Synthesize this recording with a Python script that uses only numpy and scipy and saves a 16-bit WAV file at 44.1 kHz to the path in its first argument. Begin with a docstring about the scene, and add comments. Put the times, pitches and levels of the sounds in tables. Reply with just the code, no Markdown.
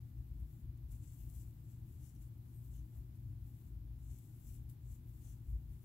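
"""Crochet by hand, close to the left microphone, in a quiet room with a low rumble and a distant motor hum.
From the start, yarn slides over a metal hook and the fingers: countless fibre slips make a soft high rustle.
Within the first second, strands begin to snap off the hook with tiny ticks; a little later, tight loops
chafe and squeak as the hook is drawn through. At 5.5 s comes a soft, deep bump, then two last strokes."""
import sys
import numpy as np
from scipy import signal
from scipy.fft import rfft, irfft
from scipy.io import wavfile
from scipy.ndimage import uniform_filter1d

SR = 44100
rng = np.random.default_rng(int(sys.argv[2]) if len(sys.argv) > 2 else 0)


def pcm_store(signal):
    """Save signal as 16-bit PCM."""
    levels = np.round(np.clip(np.atleast_2d(signal), -1, 1) * 32767)
    wavfile.write(sys.argv[1], SR, levels.astype(np.int16).T)


N = 257544
TIME = np.arange(N) / SR

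# strokes of the hook through the yarn, close up:
# (middle [s], half length [s], rustle level [dB], rasp relative to it [dB], lightness of touch [0-1])
HOOK_STROKES = [ (0.405, 0.014, -71, -14, 0.8), (0.52, 0.052, -72.5, -14, 0.97), (0.595, .02, -76, -6, .8),
                (0.923, 0.013, -64, -8, 0.3), (0.956, 0.023, -67, -5, 0.4), (1.038, 0.015, -73, .5, .1),
                (1.073, 0.025, -69, -0.5, .25), (1.138, .027, -68, -6.5, .4), (1.211, 0.03, -63, -10, 0.72),
                (1.368, 0.057, -62, -8.5, 0.64), (1.408, 0.019, -68.5, 1, .3), (1.717, 0.038, -72, -2, 0.7),
                (1.917, 0.056, -71, -9, 0.85), (2.057, 0.038, -66.5, -3.5, 0.4),
                (2.23, 0.029, -68.5, -6.5, 0.55), (2.52, 0.075, -76, -9, 0.5),
                (2.655, 0.033, -68.5, -14, 0.85), (2.742, 0.036, -70, -2.5, 0.68),
                (2.969, 0.038, -72.5, -7, 0.5), (3.163, 0.01, -73.5, -9, .6),
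                (3.474, 0.022, -69.5, -13, 0.9), (3.585, 0.053, -73.5, -8, .82), (3.675, .018, -73, -8, .9),
                (4.055, .04, -73.5, -2.5, 0.3), (4.11, 0.022, -71, 1.5, 0.3),
                (4.175, 0.025, -71.5, 2.5, 0.4), (4.258, 0.071, -70, -6.5, 0.5), (4.35, .025, -75, -5, .6),
                (4.484, 0.051, -64, -6, 0.67), (4.546, 0.02, -66, -3.5, .5), (4.714, .016, -67, -11, 0.7),
                (4.922, 0.037, -67.5, -2.5, 0.68), (5.095, .018, -68, -10, 0.96),
                (5.176, 0.026, -68.5, -8, 0.9), (5.279, 0.042, -66, -5, 0.35),
                (5.497, 0.026, -72.5, -5.5, .6), (5.736, 0.032, -70, -10.5, 0.6),
                (5.835, 0.02, -69.5, -9, .65)]
# yarn creeping between strokes, pausing while the hook is aimed: (time [s], level [dB])
YARN_CREEP = [(0, -78), (.3, -80), (.6, -79), (.68, -89), (.86, -85), (1.0, -78), (1.45, -76), (1.6, -79),
              (1.8, -83), (2.4, -77.5), (3.08, -81.5), (3.3, -80), (3.7, -78.5), (3.85, -91), (4.05, -81),
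              (4.8, -85.5), (5.4, -79), (5.84, -82)]
# loose fibres brushing firmly: (frequency [Hz], relative level [dB])
BRUSH_SPECTRUM = [(1000, -22.5), (2900, -14.5), (4800, -14.5), (6500, -7), (8500, -3.5), (9600, -0.5),
                  (11500, -1.5), (13000, -7), (15700, -7)]
# loose fibres barely grazing: (frequency [Hz], relative level [dB])
GRAZE_SPECTRUM = [(3000, -19.5), (8800, -21), (11000, -7.5), (12500, -2), (13900, -1), (15700, -2.5)]
# single fibres snagging in the stitch: (frequency [Hz], relative level [dB])
CRACKLE_SPECTRUM = [(1300, -6), (2300, -1), (3600, -2.5), (4600, -7), (6000, -12)]
# taut yarn rasping over the hook: (frequency [Hz], width [Hz], relative level [dB])
RASP_RESONANCES = [(2750, 920, -16), (6720, 830, -10), (7490, 820, 2.5), (10700, 1800, -2.5)]
# tight loops binding on the hook:
# (middle [s], half length [s], level [dB], pitch [Hz], upper resonance [Hz], relative low ring [dB])
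TIGHT_LOOPS = [(1.385, 0.038, -79, 5970, 12300, -18), (2.06, 0.037, -73, 6080, 10200, -18),
               (2.162, 0.01, -75, 6000, 9700, -11), (2.767, .034, -74.5, 6500, 10800, -10),
               (4.14, 0.042, -76, 6800, 13500, -16), (4.498, 0.042, -76, 5900, 13200, -20),
               (5.278, 0.041, -70, 6430, 11200, -12.5)]
# low ring of a binding loop: (frequency [Hz], width [Hz], relative level [dB])
LOOP_RESONANCES = [(1500, 1100, -0.5), (2980, 860, -0.5)]
# thin squeaks of yarn on metal: (middle [s], half length [s], frequency [Hz], width [Hz], level [dB])
HOOK_SQUEAKS = [(1.21, .04, 2800, 400, -87), (2.565, .023, 8500, 400, -76), (2.564, .03, 12500, 1000, -73),
                (2.768, .022, 3010, 80, -85), (2.98, .03, 13800, 1000, -74.5), (4.7, .005, 3800, 2600, -76),
                (5.5, .014, 13800, 700, -75.5)]
# dull rubs of yarn on skin: (time [s], level [dB])
SKIN_RUBS = [(0.435, -85), (0.92, -84), (1.296, -84), (1.34, -84), (2.005, -85), (2.965, -77.5),
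             (4.103, -82)]
# strands slipping off the hook: (time [s], level [dB], time to fall 60 dB [s], lightness of touch [0-1])
STRAND_TICKS = [(0.774, -68, .036, .3), (0.833, -75, .04, 0), (0.917, -62.5, .05, 0),
                (1.3003, -56.5, .007, 0), (1.5097, -64, .006, .8), (2.152, -66.5, .025, 0),
                (2.22, -68, .04, 0), (2.648, -59, .006, .2), (4.1865, -56.5, .028, .8),
                (4.4003, -60, .005, .2), (4.691, -58.5, .007, .2), (4.697, -56, .036, .4)]
# tick of a firm touch: (frequency [Hz], relative level [dB])
TICK_SPECTRUM = [(1000, -30), (2900, -9), (5000, -5), (7500, 6), (10000, 5.5), (13500, 7.5), (15700, 4)]
# reflections off the table and hands: (delay [s], gain [ratio])
NEAR_REFLECTIONS = [(.0014, .22), (.0031, .15)]
# one soft bump: (time [s], frequency [Hz], peak level [dB], half length [s])
SOFT_BUMP = (5.546, 56, -32.5, .029)
# deep rumble in the room: (frequency [Hz], relative level [dB])
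RUMBLE_SPECTRUM = [(22, -41), (30, -28), (39, -5), (47, -8.5), (56, 1.5), (64, -2.5), (74, 0), (88, -8.5),
                   (110, -2.5), (135, -16), (170, -33)]
# swells of the rumble: (middle [s], half length [s], rumble level [dB], boom level [dB])
RUMBLE_SWELLS = [(0.195, 0.025, -48, -52.5), (0.333, 0.014, -49, -49), (0.426, 0.023, -45.5, -52.5),
                 (0.684, 0.036, -47.5, -58), (0.91, 0.07, -49.5, -53), (1.316, 0.097, -48.5, -57),
                 (2.233, 0.03, -51, -58), (2.78, 0.051, -59, -49.5), (2.995, 0.025, -46, -52),
                 (3.276, 0.018, -47, -51.5), (3.426, 0.021, -45.5, -60), (3.8, 0.13, -52.5, -50),
                 (4.11, 0.026, -50.5, -53), (4.59, 0.061, -51, -54), (4.88, 0.058, -56, -56.5),
                 (5.243, 0.084, -59, -53), (5.51, 0.035, -43, -53), (5.701, 0.037, -50.5, -55.5)]
# steady room tone: (frequency [Hz], relative level [dB])
AIR_SPECTRUM = [(40, -13), (80, -1), (120, 4), (135, -6), (180, -7.5), (212, -10.5), (240, -7.5),
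                (265, -13.5), (300, -10.5), (368, -18.5), (410, -28), (580, -36), (790, -34.5), (1200, -43),
                (3000, -55.5), (8000, -72)]
# distant motor and mains hum: (frequency [Hz], level [dB], waver [dB])
HUM_TONES = [(119.6, -57.8, 2), (147.5, -65.3, 1.5), (818.3, -101, 1.5), (974.4, -100.5, 1),
             (1207.6, -106, 1)]
# microphone self-noise: (frequency [Hz], relative level [dB])
HISS_SPECTRUM = [(300, -6), (900, -3.5), (1500, -2), (3500, -4), (5500, -7), (8500, -10), (10000, -6),
                 (11800, 0), (15700, 2)]
# room tone in opposite phase at the two microphones: (frequency [Hz], relative level [dB])
WIDE_AIR_SPECTRUM = [(50, -12.5), (120, -0.5), (320, -3), (420, -15), (800, -15.5), (1500, -21)]
# pickup of the yarn at the left, then the right microphone: (rustle gain [dB], rasp gain [dB])
MIC_PICKUP = [(-1, -4.5), (-11, -24.5)]


def yarn(creep_rasp_db=-9.5, creep_lightness=0.73, crackle_db=-84, firm_stroke_db=-67):
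    """Close up, loose fibres brush the fingers and snag while taut yarn rasps over the hook."""
    strokes = [(undb(db) * swell(s, length, edge=1.34), undb(rasp_db), light)
               for s, length, db, rasp_db, light in HOOK_STROKES]
    creep = undb(np.interp(TIME, *np.transpose(YARN_CREEP)) + walk(12))
    strokes.append((creep, undb(creep_rasp_db), creep_lightness))
    firm = total(speed * np.sqrt(1 - light) for speed, _, light in strokes)
    grazing = total(speed * np.sqrt(light) for speed, _, light in strokes)
    taut = total(speed * tension for speed, tension, _ in strokes)
    uneven_pull = undb(.7 * walk(90) + .6 * walk(35))  # fast flutter and slower jerks
    # the contact shifts, so the resonances trade strength
    contact = [undb(db + 1.3 * walk(25)) for _, _, db in RASP_RESONANCES]
    pull = total([firm, taut]) / undb(firm_stroke_db)
    snagging = undb(crackle_db) * pull ** 0.46  # grows more slowly than the pull
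    mics = []
    for rustle_db, rasp_db in MIC_PICKUP:
        brush = sum(level * colour(slips(per_second=8000, spread_db=1.5), spectrum)
                    for level, spectrum in [(firm, BRUSH_SPECTRUM), (grazing, GRAZE_SPECTRUM)])
        catches = slips(per_second=9100, spread_db=1.0)
        rasp = sum(gain * resonate(catches, hz, width)
                   for gain, (hz, width, _) in zip(contact, RASP_RESONANCES))
        crackle = snagging * colour(slips(per_second=600, spread_db=2.1), CRACKLE_SPECTRUM)
        mics.append(undb(rustle_db) * (brush + crackle) + undb(rasp_db) * taut * rasp)
    return uneven_pull * np.array(mics)


def chafes(pitch_sag=0.045):
    """Pressed fibres catch and slip: tight loops scratch, the metal squeaks, rubs on skin stay dull."""
    catches = slips(per_second=5500, spread_db=4.0)
    ring = sum(undb(db) * resonate(catches, hz, width) for hz, width, db in LOOP_RESONANCES)
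    loops = 0
    for s, length, db, hz, upper_hz, ring_db in TIGHT_LOOPS:
        pitch = hz * (1 - pitch_sag * np.tanh((TIME - s) / length))  # sinks as the loop tightens
        scratch = glide(catches, pitch, width=900) + resonate(catches, upper_hz, width=1900)
        loops += undb(db) * swell(s, length) * (undb(ring_db) * ring + undb(-3.5) * scratch)
    squeaks = sum(undb(db) * swell(s, length) * resonate(catches, hz, width)
                  for s, length, hz, width, db in HOOK_SQUEAKS)
    rubbing = total(undb(db) * swell(s, length=0.021) for s, db in SKIN_RUBS)
    rubs = rubbing * resonate(catches, hz=664, width=350)
    return near_left_mic(loops + squeaks + rubs)


def ticks():
    """A strand jumps off the hook: a sudden burst that dies away, airier when the touch is light."""
    firm, airy = stereo_noise(TICK_SPECTRUM), stereo_noise(GRAZE_SPECTRUM)
    out = 0
    for s, db, t60, light in STRAND_TICKS:
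        burst = undb(db - 60 * np.maximum(TIME - s, 0) / t60) * (TIME >= s)
        out += burst * (np.sqrt(1 - light) * firm + np.sqrt(light) * airy)
    return near_left_mic(out)


def reflect(x, path_drift=.02):
    """Table and hands mirror the sound; the paths change as the hands move, so its colour ripples."""
    paths = [(TIME - delay * (1 + path_drift * walk(3)), gain) for delay, gain in NEAR_REFLECTIONS]
    echoes = np.array([sum(gain * np.interp(when, TIME, mic) for when, gain in paths) for mic in x])
    return x + echoes


def bump():
    """A soft, deep thud, a little left of centre, that swells and fades over a few cycles."""
    s, hz, db, length = SOFT_BUMP
    return pan(undb(db) * swell(s, length) * np.sin(2 * np.pi * hz * (TIME - s)), left_db=2.5)


def room(boom_hz=55.98, boom_ring_s=.05):
    """Room tone: steady air over a rumble whose swells each carry a longer, deep resonant boom."""
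    rumble = noise(RUMBLE_SPECTRUM)
    rumble /= np.sqrt(uniform_filter1d(rumble ** 2, size=6000))  # an even flow, before it swells
    between_swells = undb(-56 + 2 * walk(14))
    rumble *= total([between_swells] + [undb(db) * swell(s, length) for s, length, db, _ in RUMBLE_SWELLS])
    throb = total(undb(db) * swell(s, np.hypot(length, boom_ring_s)) for s, length, _, db in RUMBLE_SWELLS)
    boom = throb * np.sqrt(2) * np.sin(2 * np.pi * boom_hz * TIME + .8 * walk(4.1))
    air = undb(-59.5) * noise(AIR_SPECTRUM)
    wide_air = undb(-76.5) * noise(WIDE_AIR_SPECTRUM)
    return pan(rumble + boom + air, left_db=3.5) + np.array([wide_air, -wide_air])


def hum():
    """Tones of a distant motor, wavering a little in level and pitch."""
    tones = sum(undb(db + waver_db * walk(14)) * np.sin(2 * np.pi * hz * TIME + 0.6 * walk(6))
                for hz, db, waver_db in HUM_TONES)
    return pan(np.sqrt(2) * tones, left_db=3.5)


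def hiss():
    """Each microphone's own faint hiss."""
    return undb(-76.5) * stereo_noise(HISS_SPECTRUM)


def slips(per_second, spread_db):
    """Fibres catching and letting go: dense clicks, a few stronger than the rest."""
    happens = rng.random(N) < per_second / SR
    size = undb(spread_db * np.minimum(rng.exponential(size=N), 5))
    return unit(happens * size * rng.choice([-1, 1], N))


def swell(s, length, edge=2):
    """A rise and fall around time s; edge 2 is a round bell, 1 a peak with long skirts."""
    near = slice(*np.searchsorted(TIME, [s - 10 * length, s + 10 * length]))
    level = np.zeros(N)
    level[near] = np.exp(-np.abs((TIME[near] - s) / length) ** edge / 2)
    return level


def walk(rate):
    """Smooth random wander, rate steps a second; rms 1."""
    hold = int(SR / rate)
    steps = np.repeat(rng.standard_normal(N // hold + 1), hold)[:N]
    return unit(uniform_filter1d(uniform_filter1d(steps, hold), hold))


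def resonate(x, hz, width):
    """A steep resonance: one band-pass applied twice; rms 1."""
    b, a = signal.iirpeak(hz, hz / (1.74 * width), fs=SR)
    return unit(signal.lfilter(b, a, signal.lfilter(b, a, x)))


def glide(x, hz, width):
    """A resonance whose centre moves along the curve hz; rms 1."""
    turn = np.exp(2j * np.pi * np.cumsum(hz) / SR)
    b, a = signal.butter(2, width / SR)
    return unit(np.real(turn * signal.lfilter(b, a, x / turn)))


def colour(x, spectrum):
    """Filter by (frequency [Hz], level [dB]) points, falling 24 dB an octave beyond them; rms 1."""
    hz, db = np.transpose(spectrum)
    f = np.maximum(np.fft.rfftfreq(N, 1 / SR), 1)
    octaves_outside = np.maximum(np.log2(hz[0] / f), 0) + np.maximum(np.log2(f / hz[-1]), 0)
    gain = undb(np.interp(np.log(f), np.log(hz), db) - 24 * octaves_outside)
    return unit(irfft(rfft(x) * gain, N))


def noise(spectrum):
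    """Steady coloured noise; rms 1."""
    return colour(rng.standard_normal(N), spectrum)


def stereo_noise(spectrum):
    """Separate noise at each microphone."""
    return np.array([noise(spectrum), noise(spectrum)])


def pan(x, left_db):
    """Place a sound between the microphones by its level difference."""
    return x * undb(np.array([[left_db], [-left_db]]) / 2)


def near_left_mic(x):
    """Full level on the left, 15 dB down on the right."""
    return x * undb([[0], [-15]])


def total(levels):
    """Joint level of unrelated sounds: their powers add."""
    return np.sqrt(sum(level ** 2 for level in levels))


def undb(db):
    """Decibels to gain."""
    return 10 ** (np.asarray(db) / 20)


def unit(x):
    """Scale to rms 1."""
    return x / np.sqrt(np.mean(x ** 2))


def scene():
    """Handwork close to the microphones, the quiet room behind it."""
    handwork = undb(0.08) * reflect(yarn() + chafes() + ticks())
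    return handwork + bump() + room() + hum() + hiss()


def record(dry):
    """The sound fades in over 8 ms, and the highest treble is cut steeply."""
    fade_in = np.sin(np.pi / 2 * np.minimum(TIME / .008, 1)) ** 2
    low_pass = signal.ellip(12, .1, 80, 15720, fs=SR, output="sos")
    return signal.sosfilt(low_pass, fade_in * dry)


dry = scene()
out = record(dry)
pcm_store(out)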